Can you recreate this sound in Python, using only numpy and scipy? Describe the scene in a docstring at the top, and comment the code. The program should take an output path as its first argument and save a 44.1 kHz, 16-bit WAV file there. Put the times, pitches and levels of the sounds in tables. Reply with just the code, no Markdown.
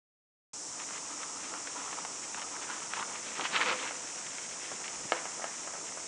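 """A mountain bike comes down a gravel forest trail, hops a hump, lands in a bend close by and rolls away.
Grit drums on the tyre casings and crunches under them, the tread hums and single stones snap out.
The frame rings hollow on landing, then knocks and clatters over bumps as the bike leaves.
Trunks scatter the sound; a soft forest hush and the recorder's bright hiss lie under it."""
import sys
import numpy as np
from scipy import signal
from scipy.fft import rfft, irfft, next_fast_len
from scipy.io import wavfile

SR = 44100
rng = np.random.default_rng(int(sys.argv[2]) if len(sys.argv) > 2 else 0)


def generate_wav(sig):
    """Save sig (samples, or channels by samples) to the path in sys.argv[1] as 16-bit PCM at SR."""
    pcm = np.round(np.clip(np.atleast_2d(sig).T, -1, 1) * 32767).astype(np.int16)
    wavfile.write(sys.argv[1], SR, pcm)


N = 267731
TIME = np.arange(N) / SR


def from_db(db):
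    """Decibels to gain."""
    return 10 ** (np.asarray(db) / 20)


def rms_one(x):
    """Scale to an rms of 1."""
    return x / np.sqrt(np.mean(x ** 2) + 1e-20)


def at_hz(points, hz):
    """Read a spectrum on a log-frequency axis."""
    knots, level = np.transpose(points)
    return np.interp(np.log(np.maximum(hz, 1)), np.log(knots), level)


def band(x, low_hz, high_hz):
    """Butterworth band-pass."""
    return signal.sosfilt(signal.butter(2, [low_hz, high_hz], "band", fs=SR, output="sos"), x + 1e-18)


def resonate(x, hz, width_hz):
    """One resonance with unity gain at its peak."""
    r = np.exp(-np.pi * width_hz / SR)
    feedback = [1, -2 * r * np.cos(2 * np.pi * hz / SR), r * r]
    return signal.lfilter(np.array([1, 0, -1]) * (1 - r * r) / 2, feedback, x + 1e-18)


def steady_noise(spectrum):
    """A smooth noise bed of the given colour; rms 1."""
    size = 2 * next_fast_len(N // 2 + 1)
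    colour = from_db(at_hz(spectrum, np.fft.rfftfreq(size, 1 / SR)))
    return rms_one(irfft(rfft(rng.standard_normal(size)) * colour)[:N])


def drone(hz, width_hz):
    """A resonance kept going by the jolts of the trail; rms 1."""
    return rms_one(resonate(resonate(rng.standard_normal(N), hz, width_hz), hz, width_hz))


def drift(rate_hz, hop=40):
    """A slow random modulator with a spread of 1, drawn every hop samples."""
    r = np.exp(-2 * np.pi * rate_hz * hop / SR)
    draws = rng.standard_normal((N + SR) // hop + 2)
    slow = signal.lfilter([1], [1, -2 * r, r * r], draws)[SR // hop:]
    return np.interp(np.arange(N) / hop, np.arange(len(slow)), rms_one(slow))


def grit(per_s, size_db, clump_db):
    """Clicks of many small and a few large grains, arriving in clumps."""
    born = rng.random(N) < per_s * from_db(clump_db * drift(rate_hz=22)) / SR
    sizes = from_db(size_db * np.minimum(rng.exponential(1, N), 4))
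    return born * sizes * rng.choice([-1, 1], N)


def body(clicks, modes):
    """Clicks ring a body's broad resonances, mixed in alternating polarity; rms 1."""
    return rms_one(sum((-1) ** k * from_db(db) * resonate(clicks, hz, width)
                       for k, (hz, width, db) in enumerate(modes)))


def swell(s, half_s):
    """A bell-shaped envelope around time s, height 1."""
    return np.exp(-.5 * np.minimum(np.abs(TIME - s) / half_s, 20) ** 2)


def surge(s, rise_s, fall_s):
    """An envelope that grows up to time s, then dies away; height 1."""
    return np.exp(-np.maximum((s - TIME) / rise_s, (TIME - s) / fall_s))


def add(out, s, sound):
    """Mix a sound in from time s on."""
    at = int(s * SR)
    out[at:at + len(sound)] += sound[:len(out) - at]


# Colour of the still forest: (frequency [Hz], relative density [dB])
HUSH_SPECTRUM = [(20, -24), (50, -19), (100, -9), (180, -4), (300, -2.5), (900, -1), (1500, -7.5),
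                 (3000, -11.5), (4500, -9), (10000, -22)]
def forest_hush(level_db=-50.5):
    """The still forest lays a soft, steady bed under the bike."""
    return from_db(level_db) * steady_noise(HUSH_SPECTRUM)


# Colour of the recorder's hiss: (frequency [Hz], relative density [dB])
HISS_SPECTRUM = [(3500, -40.5), (4500, -18.5), (4850, -8), (5150, -2), (5600, 2.5), (6500, 2.5), (7200, 3),
                 (8000, -0.5), (9000, -7.5), (10000, -15), (11000, -40.5)]
def recorder_hiss(level_db=-42.5):
    """The recorder's own noise is a bright, steady band of treble."""
    return from_db(level_db) * steady_noise(HISS_SPECTRUM)


# Fader curve of the tread hum: (time [s], level [dB])
HUM_LEVELS = [(.6, -65.5), (1.3, -58.5), (1.85, -57), (2.25, -65), (2.75, -62.5), (3.2, -76), (3.75, -51),
              (4.1, -75)]
def tread_hum():
    """The knobbly tread hums on firm ground."""
    return from_db(np.interp(TIME, *np.transpose(HUM_LEVELS))) * drone(hz=294, width_hz=40)


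# Resonances of the tyre casing: (frequency [Hz], width [Hz], gain [dB])
CASING_MODES = [(855, 235, -1.5), (987, 164, 3.5), (1230, 258, 2), (1371, 230, 0)]
def casing_drum():
    """Grit drums on the tyre casing, a grainy midrange; rms 1."""
    clicks = grit(per_s=2200, size_db=4.0, clump_db=3.5)
    return rms_one(band(body(clicks, CASING_MODES), 666, 1900))


# Colour of crushed gravel: (frequency [Hz], gain [dB])
GRAVEL_SPECTRUM = [(1450, -2), (1700, -2), (2200, -1), (2700, -3), (3400, -7.5), (4200, -11), (6000, -15.5)]
def gravel_crunch(damping=0.22, count=14):
    """Every crushed grain cracks for a few cycles at one of count pitches; rms 1."""
    clicks = grit(per_s=3000, size_db=2.5, clump_db=4.0)
    pitches = np.geomspace(GRAVEL_SPECTRUM[0][0], GRAVEL_SPECTRUM[-1][0], count)
    dealt = rng.integers(0, count, N)
    cracks = sum(from_db(at_hz(GRAVEL_SPECTRUM, hz)) * resonate(clicks * (dealt == k), hz, damping * hz)
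                 for k, hz in enumerate(pitches))
    return rms_one(band(cracks, 600, 4400))


# Resonances of the ground and the air in the tyres: (frequency [Hz], width [Hz], gain [dB])
RUMBLE_MODES = [(192, 56, -6), (301.5, 61, -2.5), (442, 138, -2.5), (502, 46, 1.5), (663, 130, -4.5)]
def ground_rumble():
    """The ground rumbles under the wheels; rms 1."""
    clicks = grit(per_s=1500, size_db=2.5, clump_db=2.0)
    return rms_one(band(body(clicks, RUMBLE_MODES), 110, 1000))


# How hard the tyres work the gravel: (time [s], level [dB])
TYRE_WORK = [(0.66, -68), (0.7, -57), (0.72, -54.5), (0.99, -50), (1.5, -49), (1.89, -45.5), (2.12, -49.5),
             (2.34, -49.5), (2.57, -45), (3.41, -44.5), (3.6, -37), (3.74, -37), (3.9, -46.5),
             (4.47, -49.5), (4.94, -46.5), (6.05, -49)]
# The wheels skip clear of the ground: (time [s])
SKIP_TIMES = [1.635, 2.89, 3.225, 3.345, 3.49]
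def rolling_gain(coming_db, going_db, pass_s=3.3, crossfade_s=.35, skip_db=-7):
    """The rolling follows the tyres' work, ducks at each skip and changes trim as the bike passes."""
    ducking_db = skip_db * sum(swell(s, half_s=0.012) for s in SKIP_TIMES)
    work_db = np.interp(TIME, *np.transpose(TYRE_WORK)) + ducking_db
    gone = .5 + .5 * np.tanh((TIME - pass_s) / crossfade_s)
    return from_db(work_db + coming_db * (1 - gone) + going_db * gone)


# A tyre bites into loose gravel: (time [s], drum level [dB], half length [s], crunch over drum [dB])
TYRE_BITES = [(.82, -51, .015, 3), (0.959, -51.5, 0.013, 6), (1.234, -47.5, 0.019, -9),
              (1.55, -46.5, 0.021, -12), (1.782, -48, .025, -6), (1.987, -41.5, .005, -7),
              (2.383, -42.5, 0.0082, -1), (2.429, -42.5, 0.0056, -3), (2.703, -43, .008, -8),
              (2.999, -38, 0.017, -3.5), (3.403, -40, 0.019, -3.5), (3.457, -38.5, 0.0071, 3.5),
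              (3.559, -36, 0.022, 2.5), (3.621, -31.5, 0.01, 1), (3.694, -33.5, 0.019, 1.5),
              (3.849, -45, 0.023, 5.5), (4.853, -44, 0.0076, 0)]
def tyres(bite_rumble_db=-14):
    """Drum, crunch and rumble swell at each bite; the casing leads coming, the gravel going."""
    drum_power = rolling_gain(coming_db=-3.5, going_db=-7.5) ** 2
    crunch_power = rolling_gain(coming_db=-4, going_db=-2.5) ** 2
    rumble_power = rolling_gain(coming_db=-10, going_db=-8.5) ** 2
    for s, level_db, half_s, crunch_db in TYRE_BITES:
        bite_power = from_db(level_db) ** 2 * swell(s, half_s)
        drum_power += bite_power
        crunch_power += bite_power * from_db(crunch_db) ** 2
        rumble_power += bite_power * from_db(bite_rumble_db) ** 2
    drum = np.sqrt(drum_power) * casing_drum()
    crunch = np.sqrt(crunch_power) * behind_trees(gravel_crunch())
    rumble = np.sqrt(rumble_power) * ground_rumble()
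    return drum + crunch + rumble


def forest_echoes(x, level_db=-14, t60_s=0.68, count=160):
    """Many faint, dull echoes come back from the ground and the trunks."""
    echoes = np.zeros(SR // 2)
    delays_s = rng.uniform(.004, .45, count)
    echoes[(delays_s * SR).astype(int)] = rng.choice([-1, 1], count) * from_db(-60 * delays_s / t60_s)
    wet = signal.fftconvolve(x, echoes / np.linalg.norm(echoes))[:N]
    return from_db(level_db) * band(wet, 170, 3200)


def pebbles(per_s=2.4, over_work_db=12, centre_hz=1600):
    """Small stones fly at random, as hard as the tyres work: (time [s], strength [dB], pitch [Hz])."""
    when, pitch = rng.random((int(per_s * N / SR), 2)).T
    s = when * TIME[-1]
    strength_db = np.interp(s, *np.transpose(TYRE_WORK)) + over_work_db
    return list(zip(s, strength_db, centre_hz * 2 ** (pitch - .5)))


# Larger stones snap from under the tread: (time [s], strength [dB], pitch [Hz])
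LARGE_STONES = [(0.801, -30, 1800), (0.889, -34, 1600), (0.908, -31.5, 990), (1.232, -28, 1405),
                (1.539, -29.5, 1280), (1.673, -27, 1600), (1.929, -32.5, 915), (2.05, -28.5, 935),
                (2.346, -27.5, 1100), (2.418, -29.5, 1290), (2.566, -31.5, 1300), (2.936, -20, 1280),
                (2.97, -25, 1270), (3.027, -24, 1230), (3.157, -29.5, 2200), (3.396, -25, 1020),
                (3.41, -22, 2610), (3.453, -25, 880), (3.561, -15.5, 2570), (3.564, -14.5, 2280),
                (3.613, -17, 2000), (3.702, -25, 1500), (3.876, -28.5, 2050), (4.267, -30, 2000),
                (4.383, -28.5, 2100), (4.844, -28.5, 2300), (4.88, -27, 2300)]
def stone_snaps(trim_db=1.5, damping=0.57, spray_db=-23.5, spray_s=0.0055, top_hz=4200):
    """A stone lets go with one short snap at its own pitch, and throws a little grit after it."""
    out, t = np.zeros(N), TIME[:SR // 10]
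    lowpass = signal.butter(5, top_hz, fs=SR, output="sos")
    for s, strength_db, hz in LARGE_STONES + pebbles():
        push = from_db(spray_db) * rng.standard_normal(len(t)) * np.exp(-t / spray_s)
        push[0] = 1   # the transient ahead of the spray
        snap = signal.sosfilt(lowpass, band(resonate(push, hz, damping * hz), 590, 6700))
        add(out, s, from_db(trim_db + strength_db) * snap / np.abs(snap).max())
    return out


def tread_scrub(level_db=-43):
    """The tread scrubs on the lip of the hump."""
    return from_db(level_db) * surge(2.702, rise_s=.012, fall_s=0.041) * drone(hz=1500, width_hz=460)


# Low bumps: (time [s], level [dB], half length [s], pitch [Hz])
LOW_BUMPS = [(3.415, -43, 0.015, 450), (3.72, -44.5, 0.015, 480), (4.73, -50, .012, 300),
             (5.0, -65, .035, 80), (5.058, -50.5, .005, 200)]
def low_bumps():
    """Short swells of low noise, heard as soft thuds."""
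    out = np.zeros(N)
    for s, level_db, half_s, hz in LOW_BUMPS:
        noise = rms_one(band(rng.standard_normal(N), hz / 2, hz * np.sqrt(2)))
        out += from_db(level_db) * np.sqrt(swell(s, half_s)) * noise
    return out


def frame_ring(level_db=-43):
    """The frame rings hollow under the load of the landing."""
    return from_db(level_db) * surge(3.7, rise_s=.09, fall_s=0.12) * drone(hz=508, width_hz=45)


# What the struck bike rings with: (frequency [Hz], gain [dB], decay to -60 dB [s])
KNOCK_MODES = [(339, -25, .19), (506, -23, .26), (700, -6.5, .015), (950, -8, .008), (1280, -12, .022),
               (1700, -12, .016), (2150, -12, .012), (2820, -11, .007), (4050, -19, .004)]
# Every knock rebounds: (delay [s], level against the knock [dB])
KNOCK_REBOUNDS = [(.0037, -13), (.0092, -10.5)]
# The bike knocks over bumps: (time [s], strength [dB], contact brightness [Hz])
KNOCK_HITS = [(3.9092, -24, 3500), (4.717, -26.5, 3000), (5.1210, -8.5, 5200), (5.168, -25, 4500),
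              (5.255, -24, 3500), (5.396, -28, 1500), (5.42, -27, 2500), (5.442, -18.5, 2900),
              (5.6743, -26.5, 2200), (5.738, -28.5, 2500), (5.7539, -28.5, 1300), (5.973, -26.5, 1420)]
def bike_knocks(low_cut_hz=508, shake=0.67):
    """Each bump strikes the bike's modes and rebounds, and loose parts clatter briefly after it."""
    out, t = np.zeros(N), TIME[:SR // 3]
    hz, mode_db, t60 = np.transpose(KNOCK_MODES)[:, :, None]
    rings = from_db(mode_db - 60 * t / t60) * np.sin(2 * np.pi * hz * t)
    long_ringing = t60[:, 0] > t60.mean()
    hardest_db = max(row[1] for row in KNOCK_HITS)
    for s, strength_db, contact_hz in KNOCK_HITS:
        relative_db = strength_db - hardest_db
        # harder knocks leave the parts rattling louder and for longer
        clatter_db = -39 + 0.34 * relative_db
        clatter_s = max(0.077 + .0027 * relative_db, 1 / SR)
        rattle = rms_one(band(rng.standard_normal(len(t)), 700, 2100))
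        knock = from_db(clatter_db) * rattle * np.exp(-t / clatter_s)
        for after_s, loss_db in [(0, 0), *KNOCK_REBOUNDS]:
            # only a heavy blow shakes the whole frame into its long, hollow ring
            frame_db = shake * (relative_db + loss_db) * long_ringing
            scatter_db = rng.normal(0, 0.56, len(rings))
            add(knock, after_s, from_db(strength_db + loss_db + frame_db + scatter_db) @ rings)
        add(out, s, band(knock, low_cut_hz, contact_hz))   # thin tubes radiate little bass
    return out


def behind_trees(x, from_s=4.64, treble_db_per_s=-11, corner_hz=2600):
    """Beyond the bend the trees shade off more and more treble."""
    dull = signal.sosfilt(signal.butter(1, corner_hz, fs=SR, output="sos"), x)
    return dull + (x - dull) * from_db(treble_db_per_s * np.maximum(TIME - from_s, 0))


def scene():
    """The bike and its echoes among the trees, over the forest's hush; mono."""
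    bike = tread_hum() + frame_ring() + tread_scrub() + tyres() + bike_knocks() + stone_snaps()
    return (bike + forest_echoes(bike) + low_bumps() + forest_hush())[None]


def record(dry):
    """The recorder adds its hiss, opens after a moment of silence and cuts the top."""
    start_s, cutoff_hz = .533, 10000
    live = (dry + recorder_hiss()) * (TIME >= start_s)
    return signal.sosfilt(signal.ellip(12, .1, 80, cutoff_hz, fs=SR, output="sos"), live)


dry = scene()
out = record(dry)
generate_wav(out)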